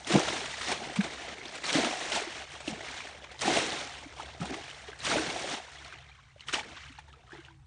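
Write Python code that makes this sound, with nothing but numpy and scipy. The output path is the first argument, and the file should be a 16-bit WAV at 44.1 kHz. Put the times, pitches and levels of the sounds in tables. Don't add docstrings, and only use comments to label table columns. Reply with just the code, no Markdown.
import sys
import numpy as np
from scipy import signal
from scipy.fft import rfft, irfft, next_fast_len
from scipy.io import wavfile
from scipy.ndimage import uniform_filter1d, map_coordinates

SR = 44100
rng = np.random.default_rng(int(sys.argv[2]) if len(sys.argv) > 2 else 0)


def invert_db(x):
    u = np.asarray(x, float) / 20
    return 10 ** u


def persist_wave(psi):
    counts = np.round(np.clip(psi, -1, 1) * 32767).astype(np.int16)
    wavfile.write(sys.argv[1], SR, np.atleast_2d(counts).T)


N = 337806

# start of full flow in seconds, rise in seconds,
# length in seconds, spray level in dB, depth (weight of the big bubbles) in dB.
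POURS = [
    (0.105, 0.059, 0.3, -28.5, 4.5),
    (1.737, 0.044, 0.14, -27.5, 3.5),
    (3.455, 0.028, 0.35, -28, 4),
    (5.102, 0.052, 0.43, -31, 5),
]
# peak time in seconds, rise in seconds,
# spray level in dB, depth in dB, mist in dB.
SPLASHES = [(0.147, 0.042, -44.5, 27.5, 4.5), (0.719, 0.2, -28, -2.5, -0.5), (1.041, 0.015, -38, 7.5, -1.5),
            (1.558, 0.21, -46, -6, 3), (1.69, 0.078, -27, -16, -1), (1.789, 0.15, -27, 9.5, -7),
            (2.16, 0.099, -35.5, -6, 6.5), (2.69, 0.053, -42, -3, 4.5), (3.01, 0.33, -51.5, -18, 5.5),
            (3.424, 0.029, -39, 2, 8.5), (3.58, 0.17, -31, -4, 3.5), (4.212, 0.12, -44, 0, 0),
            (4.414, 0.038, -48.5, 5.5, 6.5), (4.93, 0.25, -57, 6.5, 1.5), (5.06, 0.058, -27.5, -22, 0),
            (5.17, 0.037, -40, 16, -3), (5.54, 0.66, -40.5, 1.5, 4), (5.116, 0.06, -32, 0, 4),
            (2.96, 0.19, -44.5, -17, -2), (2.529, 0.053, -50.5, -2.5, 6.5), (4.88, .03, -41.5, -14, -3),
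            (6.088, 0.089, -59, -3, -2.5), (5.931, 0.024, -36.5, 0.5, -10), (6.421, 0.096, -51.5, -49, -2),
            (6.49, 0.028, -49, -43, 7), (6.552, 0.04, -33.5, -0.5, 1.5), (7.332, 0.059, -45.5, 5.5, -7.5)]
# start of full flow in seconds, length in seconds,
# spray level in dB, depth in dB, mist in dB.
TRICKLES = [(.01, 0.047, -63, -5, 10.5), (0.517, 0.16, -41, -25, 1.5), (0.81, 0.24, -43, 4, 0.5),
            (1.117, 0.2, -40.5, 0, -0.5), (1.385, 0.26, -42.5, 3, -4.5), (2.008, 0.21, -35, -1, 0),
            (2.315, 0.095, -36.5, -3, -3.5), (2.51, 0.22, -54, -11, 4), (2.71, 0.18, -42.5, 4, -3),
            (2.849, 0.24, -40.5, -5, -2), (3.137, 0.19, -50.5, 3.5, -2.5), (3.93, 0.19, -51, -1, 1.5),
            (4.25, 0.085, -49.5, 0.5, -1), (4.487, 0.1, -42, 6, -1.5), (4.627, 0.2, -49, -13, 2),
            (5.73, 0.15, -46, -7.5, -1), (6.017, 0.28, -51, -14, -9.5), (6.613, 0.097, -46.5, 5.5, -3.5),
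            (6.76, 0.042, -42.5, -26, -5), (6.86, 0.09, -51, -40, -3.5), (5.983, 0.12, -59, -5, -5),
            (7.062, 0.23, -60, 4, -4.5), (7.37, 0.086, -54.5, -8, -3.5)]
# level in dB re spray, lag in seconds,
# share of the depth (ratio), share of the mist (ratio), speed of fading (ratio).
BUBBLE_SIZES = [(0.5, 0.0045, 0, 1, 0.94), (-7.5, -0.0071, 0, 1.5, 0.86), (-0.5, 0.014, 0.5243, 1.5, 1.29),
                (-6, 0.011, 1.21, 1, 2.06)]
# frequency in Hz, level in dB per Hz.
SPRAY_COLOUR = [(620, -14), (1050, -4), (2200, -1), (2450, -3), (3480, -2.5), (4320, -6), (4990, -11.5),
                (5500, -8.5), (7150, -12), (12100, -120)]
MIST_COLOUR = [(2350, -4), (4000, -2.5), (4870, -6), (5530, -4.5), (6810, -7.5), (9230, -9), (10300, -14),
               (11000, -120)]
GURGLE_COLOUR = [(240, -22), (400, -5.5), (579, -4.5), (716, 0.5), (1040, -6.5), (1300, -22), (1690, -36),
                 (2860, -120)]
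CHURN_COLOUR = [(88, -18), (150, -7), (199, -6.5), (264, -4), (318, 1), (500, -1), (650, -36), (1100, -120)]
# time in seconds, peak level in dB, treble in dB re the peak.
SLAPS = [(0.0695, -19.5, 3.5), (0.1247, -15, 0), (0.28, -7.5, -13), (0.454, -13.5, -6), (0.612, -15.5, -2),
         (0.6825, -16, -3), (0.7163, -11, -5.5), (0.959, -14.5, -4.5), (1.04, -18, -5.5),
         (1.553, -23.5, -1), (1.639, -14, -4.5), (1.657, -26, 2.5), (1.681, -30, -5), (2.1517, -28, 1),
         (2.603, -22.5, -4), (3.314, -28.5, -6), (3.39, -30.5, 3), (3.408, -36.5, -2), (3.479, -13.5, -0.5),
         (3.57, -11.5, -10.5), (4.298, -24.5, -23), (4.422, -28, -5), (4.453, -34, 11.5), (4.5385, -19, -7),
         (4.9887, -37.5, 9.5), (5.046, -22.5, 1), (5.0658, -12, -4), (6.406, -43, 3.5), (6.527, -18.5, 0.5),
         (6.536, -7.5, -9.5)]
# time in seconds, peak level in dB.
LUMPS = [(0.325, -36), (1.007, -13.5), (5.846, -27.5), (1.4526, -30.5), (1.7514, -7.5), (1.8467, -10.5),
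         (2.121, -9.5), (2.686, -24.5), (3.002, -18.5), (3.24, -28), (4.202, -34), (4.71, -41),
         (5.164, -10.5), (5.2995, -12.5), (6.545, -19), (1.215, -21.5), (1.284, -21), (1.33, -24),
         (5.9237, -35), (5.23, -16), (6.484, -17.5), (6.592, -12.5), (6.77, -26.5), (6.987, -25.5),
         (7.082, -35.5), (7.127, -36.5), (7.361, -37), (7.4, -34), (7.451, -37)]
# time in seconds, peak level in dB, pitch in Hz.
TICKS = [(0.0468, -26, 3330), (0.0727, -31, 3400), (0.1241, -13.5, 3730), (0.3242, -25.5, 2090),
         (0.9592, -29, 2300), (1.01, -22, 2450), (1.0415, -40, 2040), (1.3823, -29, 2210),
         (1.4163, -32, 2080), (1.455, -23.5, 3480), (1.5534, -33, 2320), (1.638, -24.5, 3600),
         (1.682, -26, 2320), (1.8467, -17, 2780), (2.1201, -17.5, 3020), (2.6045, -34, 2190),
         (2.6798, -17.5, 2700), (2.806, -41, 2220), (3.0046, -22.5, 2270), (3.2440, -30, 2270),
         (3.3116, -34, 3800), (3.3723, -43, 3200), (3.3922, -21, 3940), (3.41, -22.5, 3040),
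         (3.5668, -12.5, 2700), (3.9539, -33, 2640), (4.0203, -37, 2070), (4.261, -31, 3380),
         (4.403, -38, 2650), (4.4553, -29, 3800), (4.5411, -25, 2020), (4.7117, -26, 2970),
         (4.9167, -38, 2030), (2.509, -31, 3100), (5.004, -22.5, 4040), (5.2999, -24.5, 2180),
         (5.94, -32, 2300), (6.076, -44, 2060), (5.0147, -28, 3900), (6.155, -41.5, 2160),
         (6.3954, -35, 2850), (6.4078, -29, 2870), (6.472, -38, 3310), (6.485, -18.5, 3070),
         (6.5264, -26.5, 2530), (6.542, -12.5, 2930), (6.5927, -29, 2100), (6.98, -35, 4160),
         (2.68, -22.5, 3450), (2.677, -25, 4100), (1.465, -30, 4400), (1.482, -24, 5130),
         (1.655, -13.5, 4200), (1.011, -26, 3500), (6.406, -30, 4230), (6.485, -23.5, 2160),
         (7.1282, -39.5, 2840), (4.223, -30, 2710), (4.469, -27, 3700), (3.224, -33, 3270),
         (2.982, -27, 3100), (5.848, -32, 4300), (6.09, -38, 3700), (7.3203, -49, 1970), (7.449, -35, 2800)]
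# time in seconds, peak level in dB, pitch in Hz.
GLUGS = [(0.1, -22, 335), (0.147, -23.5, 312), (0.169, -33, 189), (0.714, -32, 373), (0.966, -38, 195),
         (1.012, -44, 203), (1.753, -19.5, 294), (1.778, -26, 287), (1.85, -34, 244), (1.805, -32, 198),
         (2.128, -32, 354), (2.214, -33.5, 420), (2.27, -34.5, 347), (0.417, -39, 405), (7.35, -46, 410),
         (2.677, -30.5, 302), (2.7, -35, 212), (2.728, -44, 212), (3.479, -23, 320), (3.571, -28, 386),
         (4.056, -43.5, 286), (4.427, -34.5, 200), (4.503, -32, 270), (4.566, -41, 405), (4.455, -44, 232),
         (4.53, -42, 325), (4.59, -50, 324), (2.755, -50, 256), (4.885, -42.5, 413), (5.105, -40, 382),
         (5.164, -30, 298), (6.533, -36.5, 362), (6.897, -50, 268), (7.328, -41, 347), (7.382, -40.5, 340)]
# time in seconds, peak level in dB,
# pitch in Hz.
PLOPS = [(0.103, -21.5, 630), (0.15, -8, 626), (0.2, -16, 813), (0.282, -18.5, 633), (0.716, -16, 836),
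         (0.921, -27.5, 517), (1.046, -24, 790), (1.036, -27, 1080), (1.281, -29, 504), (1.741, -19, 540),
         (1.788, -14.5, 500), (1.836, -15, 684), (1.872, -16.5, 674), (1.967, -24.5, 720),
         (2.119, -24, 800), (2.161, -16, 870), (2.605, -28.5, 585), (2.676, -25, 606), (2.722, -28.5, 750),
         (3.42, -25, 613), (3.478, -7.5, 774), (3.571, -9.5, 640), (4.198, -21, 860), (4.506, -35, 680),
         (4.566, -44, 720), (5.104, -22, 860), (5.157, -12, 588), (0.138, -20, 462), (0.58, -30.5, 634),
         (0.673, -36, 880), (0.701, -23, 888), (0.802, -32, 550), (0.898, -33, 660), (1.058, -27, 710),
         (1.315, -35, 704), (1.705, -28, 650), (1.927, -22, 820), (2.048, -24, 705), (2.969, -34, 770),
         (3.499, -12.5, 718), (3.638, -26, 690), (3.726, -25, 610), (3.812, -31, 570), (4.431, -27, 715),
         (4.445, -24, 770), (4.457, -30.5, 760), (4.541, -26, 1120), (5.075, -22, 557), (5.267, -31, 586),
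         (5.362, -22, 774), (6.657, -33, 448), (0.228, -19, 680), (2.807, -28, 635), (5.183, -15, 1500),
         (5.443, -20, 545), (5.6, -27, 750), (5.114, -15.5, 1370), (4.68, -37, 670), (6.361, -38, 580),
         (6.584, -21, 845),
         (0.324, -19, 2050), (0.541, -22, 1920), (0.959, -29, 1400), (1.007, -17.5, 1600),
        (1.414, -27, 2170), (1.635, -24, 1970), (2.807, -25.5, 1920), (2.888, -28, 1630), (3.07, -27, 1750),
        (3.245, -34, 1040), (4.186, -30, 1000), (4.205, -24.5, 1230), (3.087, -33, 1730),
        (4.416, -23.5, 1280), (4.931, -27, 1590), (5.065, -42, 1240), (5.925, -28, 1500),
        (6.488, -24, 1240), (6.533, -22, 1540), (6.771, -32, 1090), (7.308, -36, 1480), (7.32, -29, 1630),
        (7.484, -34, 1510), (6.493, -29, 1400), (7.329, -34, 1800), (7.35, -37, 1910), (7.362, -37, 1600),
        (7.35, -37, 825), (7.406, -41, 1520), (7.237, -44, 730), (7.293, -39, 1190), (7.486, -43, 900),
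        (7.443, -48, 850), (3.449, -16.5, 1800), (3.505, -17, 2060), (6.61, -29, 830)]
# time in seconds, peak level in dB, pitch in Hz.
DRIPS = [(3.109, -45, 785), (3.143, -46, 565), (3.224, -45, 570), (3.312, -40, 720), (3.345, -40, 844),
         (4.881, -43, 710), (5.679, -41, 950), (5.845, -49, 1870), (5.869, -48, 1050), (5.934, -39, 2400),
         (6.094, -50, 746), (6.114, -43, 2320), (6.186, -49, 1060), (6.434, -45, 2070), (6.835, -39, 2880),
         (6.859, -45, 1570), (6.925, -48, 2550), (6.985, -40, 847), (7.074, -47, 875), (7.1, -45, 1680),
         (7.134, -48, 1250), (7.274, -48, 1280), (7.334, -46, 855), (7.389, -48, 1550), (5.755, -38, 1930),
         (5.785, -35, 3230), (5.82, -48, 1480), (5.995, -50, 690), (6.05, -58, 980), (6.305, -47.5, 2000),
         (6.731, -51, 1970), (6.885, -48, 2950), (6.957, -56, 2230), (7.164, -51, 460), (7.504, -46, 950)]
# time in seconds, peak level in dB, pitch in Hz.
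THUMPS = [
    (0.17, -28, 173),
    (1.75, -29.5, 170),
    (2.727, -36, 187),
    (3.58, -39, 110),
    (4.403, -36.5, 202),
    (4.413, -29, 160),
    (5.198, -47, 167),
    (5.28, -38, 165),
]
# time in seconds, peak level in dB, pitch in Hz.
SCOOP = [
    (0.984, -16.5, 200.6),
]
# time in seconds, peak level in dB, pitch in Hz,
# 60 dB decay in seconds.
DRAIN = [
    (7.462, -56.5, 340, 0.41),
]
# delay in seconds, level in dB.
BANKS = [(.003, -30), (.007, -20), (.012, -18)]
# frequency in Hz, width in Hz, level in dB re the drone.
PUMP = [(69.6, 8.2, -4.5), (138, 7.6, -8.5), (106, 5.3, -24)]
# time in seconds, level in dB.
DRONE = [(0.0, -60), (1.09, -58), (1.77, -67), (2.11, -70), (2.54, -55), (2.73, -57.5), (3.09, -59.5),
         (4.46, -57.5), (4.82, -60.5), (5.12, -52), (5.52, -61), (5.75, -62.5), (6.0, -57), (6.22, -60.5),
         (6.42, -57.5), (7.03, -57), (7.2, -61), (7.66, -58)]
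# frequency in Hz, level in dB per Hz.
RUMBLE_COLOUR = [(13, -44.5), (22, -21), (59, 2), (92, -2), (140, -3), (153, -11), (162, -12.5),
                 (260, -31.5), (340, -67), (570, -120)]
AIR_COLOUR = [(120, -44), (200, -1.5), (684, -17.5), (754, -2.5), (1600, -10.5), (1950, -11.5),
              (2710, -11.5), (9110, -21.5), (10300, -22), (11000, -120)]
# frequency in Hz, level in dB re the top band.
WEAK_TREBLE = [(6800, -30), (7800, -9), (9000, -6.5), (9700, -3)]

POUR_FADE, SPLASH_FADE, TRICKLE_FADE = (22.9, 82), (150, 240), (7.8, 160)
TRICKLE_RISE_S, RISE_DB = 0.17, 23
LUMP_TREBLE_DB = -11.5
TOP_HZ, ABOVE_TOP_DB = 9640, -42


def unit(x):
    return x / np.sqrt(np.mean(x ** 2) + 1e-20)


def along(points, hz):
    f, v = np.transpose(points)
    return np.interp(np.log(hz + 1), np.log(f + 1), v)


def wobble(rate):
    return map_coordinates(rng.standard_normal(N // 100), [np.arange(N) * rate / SR])


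def filtered(x, response):
    m = next_fast_len(N + 8192)
    return irfft(rfft(x, m) * response(np.fft.rfftfreq(m, 1 / SR)), m)[:N]


def coloured(x, spectrum):
    return unit(filtered(x, lambda hz: invert_db(along(spectrum, hz))))


def patchy(patchy_db):
    z = signal.stft(rng.standard_normal(N + 256), nperseg=256)[2]
    field = uniform_filter1d(rng.standard_normal(z.shape), size=4, axis=0)
    field = uniform_filter1d(field, size=5, axis=1)
    return unit(signal.istft(z * invert_db(patchy_db * unit(field)), nperseg=256)[1][:N])


def summed(start_s, shapes):
    at = np.round(start_s * SR).astype(int)[:, None] + np.arange(shapes.shape[1])
    return np.bincount(at.ravel(), shapes.ravel(), N + shapes.shape[1] + SR)[:N]


def at_peaks(s, peak_db, shapes):
    return summed(s, shapes * (invert_db(peak_db) / np.abs(shapes).max(axis=1))[:, None])


def ringing(hz, t60, onset, rise, size):
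    t = np.arange(size) / SR
    hz, t60, onset, rise = (np.reshape(v, (-1, 1)) for v in (hz, t60, onset, rise))
    turns = hz * (t + rise * t * np.minimum(t / t60, 1) / 2)
    return np.sin(2 * np.pi * turns) * invert_db(-60 * t / t60) * (1 - np.exp(-t / onset)) ** 2


def swarm(count, size, mid_hz, octaves, cycles, spread_db, rise):
    draw = rng.standard_normal((count, 2))
    when = rng.random(count)
    loud = np.minimum(rng.exponential(size=count), 3)
    hz = np.clip(mid_hz * 2 ** (octaves * draw[:, 0]), 100, SR / 4)
    t60 = np.minimum(cycles * np.exp(.3 * draw[:, 1]) / hz, size / SR)
    tones = ringing(hz, t60, t60 / 16, rise, size) * invert_db(spread_db * loud)[:, None]
    return unit(summed(when * N / SR, tones))


def flows():
    rows = [(s, rise, length, db, depth, 0, *POUR_FADE) for s, rise, length, db, depth in POURS]
    rows += [(s, rise, 0, db, depth, mist, *SPLASH_FADE) for s, rise, db, depth, mist in SPLASHES]
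    rows += [(s, TRICKLE_RISE_S, length, db, depth, mist, *TRICKLE_FADE)
             for s, length, db, depth, mist in TRICKLES]
    s, rise, length, db, depth, mist, sag, stop = (c[:, None] for c in np.transpose(rows))
    clock = np.arange(0, N + 200, 100) / SR
    levels = []
    for own_db, lag, deep, misty, speed in BUBBLE_SIZES:
        t = clock - s - lag
        fall = speed * (sag * np.clip(t, 0, length) + stop * np.maximum(t - length, 0))
        fall = fall + RISE_DB * np.maximum(-t / rise, 0)
        power = (invert_db(db + own_db + deep * depth + misty * mist - fall) ** 2).sum(axis=0)
        levels.append(np.interp(np.arange(N) / SR, clock, 10 * np.log10(power + 1e-12)))
    return levels


def thrown_water():
    spray_db, mist_db, gurgle_db, churn_db = flows()
    breakup_db = .4 * wobble(14) + .6 * wobble(45) + 1.3 * wobble(150)
    breakup_db = breakup_db * np.clip((-18 - spray_db) / 24, .7, 1.1)
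    thin = np.clip((-36 - spray_db) / 18, 0, 1)

    spray = swarm(count=7000, size=600, mid_hz=2300, octaves=.8, cycles=40, spread_db=2.2, rise=.06)
    spray = patchy(1.3) + (.32 + .45 * thin) * spray
    mist = swarm(count=3000, size=600, mid_hz=6500, octaves=.45, cycles=90, spread_db=3, rise=.04)
    spits = swarm(count=900, size=150, mid_hz=6500, octaves=.5, cycles=7, spread_db=4, rise=0)
    mist = patchy(1.3) + .28 * mist + .3 * spits
    gurgle = swarm(count=3000, size=1300, mid_hz=720, octaves=.55, cycles=20, spread_db=2.6, rise=.15)
    gurgle = patchy(1.3) + (.36 + .35 * thin) * gurgle
    churn = swarm(count=1100, size=2400, mid_hz=290, octaves=.55, cycles=12, spread_db=2.2, rise=.15)
    churn = patchy(1.3) + .36 * churn

    fine = invert_db(spray_db) * coloured(spray, SPRAY_COLOUR) + invert_db(mist_db + 2.0) * coloured(mist, MIST_COLOUR)
    coarse = invert_db(gurgle_db - 2.5) * coloured(gurgle, GURGLE_COLOUR)
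    coarse = coarse + invert_db(churn_db - 2.5) * coloured(churn, CHURN_COLOUR)
    return invert_db(-2.5) * unit(invert_db(breakup_db)) * (fine + coarse)


def slaps():
    hits = SLAPS + [(*lump, LUMP_TREBLE_DB) for lump in LUMPS]
    s, db, treble_db = np.transpose(hits)
    s = s - .002
    t = np.arange(2000) / SR
    attack = (1 - np.exp(-t / .003)) ** 2
    fade = invert_db(db[:, None] - 13.5 - 60 * t / 0.056) * attack
    cluster = swarm(count=8000, size=350, mid_hz=2300, octaves=.8, cycles=22, spread_db=2, rise=.2)
    cluster = patchy(2) + .8 * cluster
    body = summed(s, fade) * coloured(cluster, SPRAY_COLOUR)
    treble = summed(s, fade * invert_db(treble_db + 3.5)[:, None]) * coloured(patchy(3.0), MIST_COLOUR)
    return body + treble


def ticks():
    s, db, hz = np.transpose(TICKS)
    t = np.arange(900) / SR
    crack = signal.lfilter([1, 1, -1, -1], [1], rng.standard_normal((len(s), len(t))), axis=1)
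    crack = crack * invert_db(-60 * t / .014) * (1 - np.exp(-t / .0014))
    shapes = ringing(hz, .002 + 14 / hz, .0004, .1, size=900) + .14 * crack
    return filtered(at_peaks(s, db - 5, shapes), lambda f: 1 / (1 + (f / 5500) ** 4))


def air_pockets(table, gain_db, settle_s, cycles, onset_cycles, rise):
    s, db, hz, *own = np.transpose(table)
    t60 = np.clip(settle_s + cycles / hz + sum(own), .01, .4)
    return at_peaks(s, db + gain_db, ringing(hz, t60, onset_cycles / hz, rise, size=6500))


def bubbles():
    glugs = air_pockets(GLUGS, gain_db=0.5, settle_s=0.0098, cycles=13.0, onset_cycles=1.4, rise=0.019)
    plops = air_pockets(PLOPS, gain_db=-9.0, settle_s=0.018, cycles=7.1, onset_cycles=0.43, rise=0.11)
    drips = air_pockets(DRIPS, gain_db=-5, settle_s=0.012, cycles=34, onset_cycles=2, rise=0.12)
    thumps = air_pockets(THUMPS, gain_db=4.0, settle_s=0.0037, cycles=4.4, onset_cycles=0.3, rise=0.052)
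    drain = air_pockets(DRAIN, gain_db=-5.5, settle_s=0, cycles=0, onset_cycles=9.2, rise=-0.23)
    scoop = air_pockets(SCOOP, gain_db=0, settle_s=0, cycles=12, onset_cycles=4, rise=0.01)
    wallow = unit(invert_db(3 * wobble(130)))
    patter = unit(invert_db(4.8 * wobble(200)))
    return drain + scoop + wallow * (glugs + thumps) + plops + patter * drips


def engine_order(hz, width_hz):
    return unit(filtered(rng.standard_normal(N), lambda f: 1 / (1 + ((f - hz) / width_hz * 2) ** 2)))


def background():
    orders = sum(invert_db(db) * engine_order(hz, width_hz) for hz, width_hz, db in PUMP)
    rumble = invert_db(-3.5 + 1.3 * wobble(14.0)) * coloured(rng.standard_normal(N), RUMBLE_COLOUR)
    drone_db = np.interp(np.arange(N) / SR, *np.transpose(DRONE))
    air = invert_db(-70.5) * coloured(patchy(2.5), AIR_COLOUR)
    return invert_db(drone_db + 2.0) * (orders + rumble) + air


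def scene():
    near = bubbles() + slaps() + ticks()
    echoes = sum(invert_db(db) * np.pad(near, (round(s * SR), 0))[:N] for s, db in BANKS)
    return (near + echoes + thrown_water() + background())[None]


def treble_dropouts(x):
    hz, _, z = signal.stft(x, SR, nperseg=1024, noverlap=512)

    def band(lo, hi):
        return np.abs(z[(hz > lo) & (hz < hi)]).mean(axis=0) + 1e-9

    middle = band(500, 4000)
    loud_db = 20 * np.log10(middle / np.median(middle))
    threshold_db = 7 * uniform_filter1d(rng.standard_normal(len(loud_db)), size=3)
    threshold_db = threshold_db - .5 * np.maximum(loud_db, 0) - 2 * np.maximum(-14 - loud_db, 0)
    threshold = band(8000, 9600) * invert_db(along(WEAK_TREBLE, hz)[:, None] + threshold_db)
    kept = uniform_filter1d(np.abs(z), size=3, axis=0) > threshold
    below = (hz < WEAK_TREBLE[0][0])[:, None]
    return signal.istft(z * (kept | below), SR, nperseg=1024, noverlap=512)[1][:N]


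def roll_off(x):
    return signal.sosfilt(signal.butter(12, 10200, fs=SR, output="sos"), x)


def record(dry):
    rounded = dry[0] / (1 + np.abs(dry[0] / .4) ** 4) ** (1 / 4)

    def response(hz):
        bass_cut = hz ** 3 / (hz ** 3 + 35 ** 3)
        return np.where(hz < TOP_HZ, 1, invert_db(ABOVE_TOP_DB)) * bass_cut

    heard = filtered(treble_dropouts(rounded), response)
    return roll_off(heard[None])


dry = scene()
out = record(dry)
persist_wave(out)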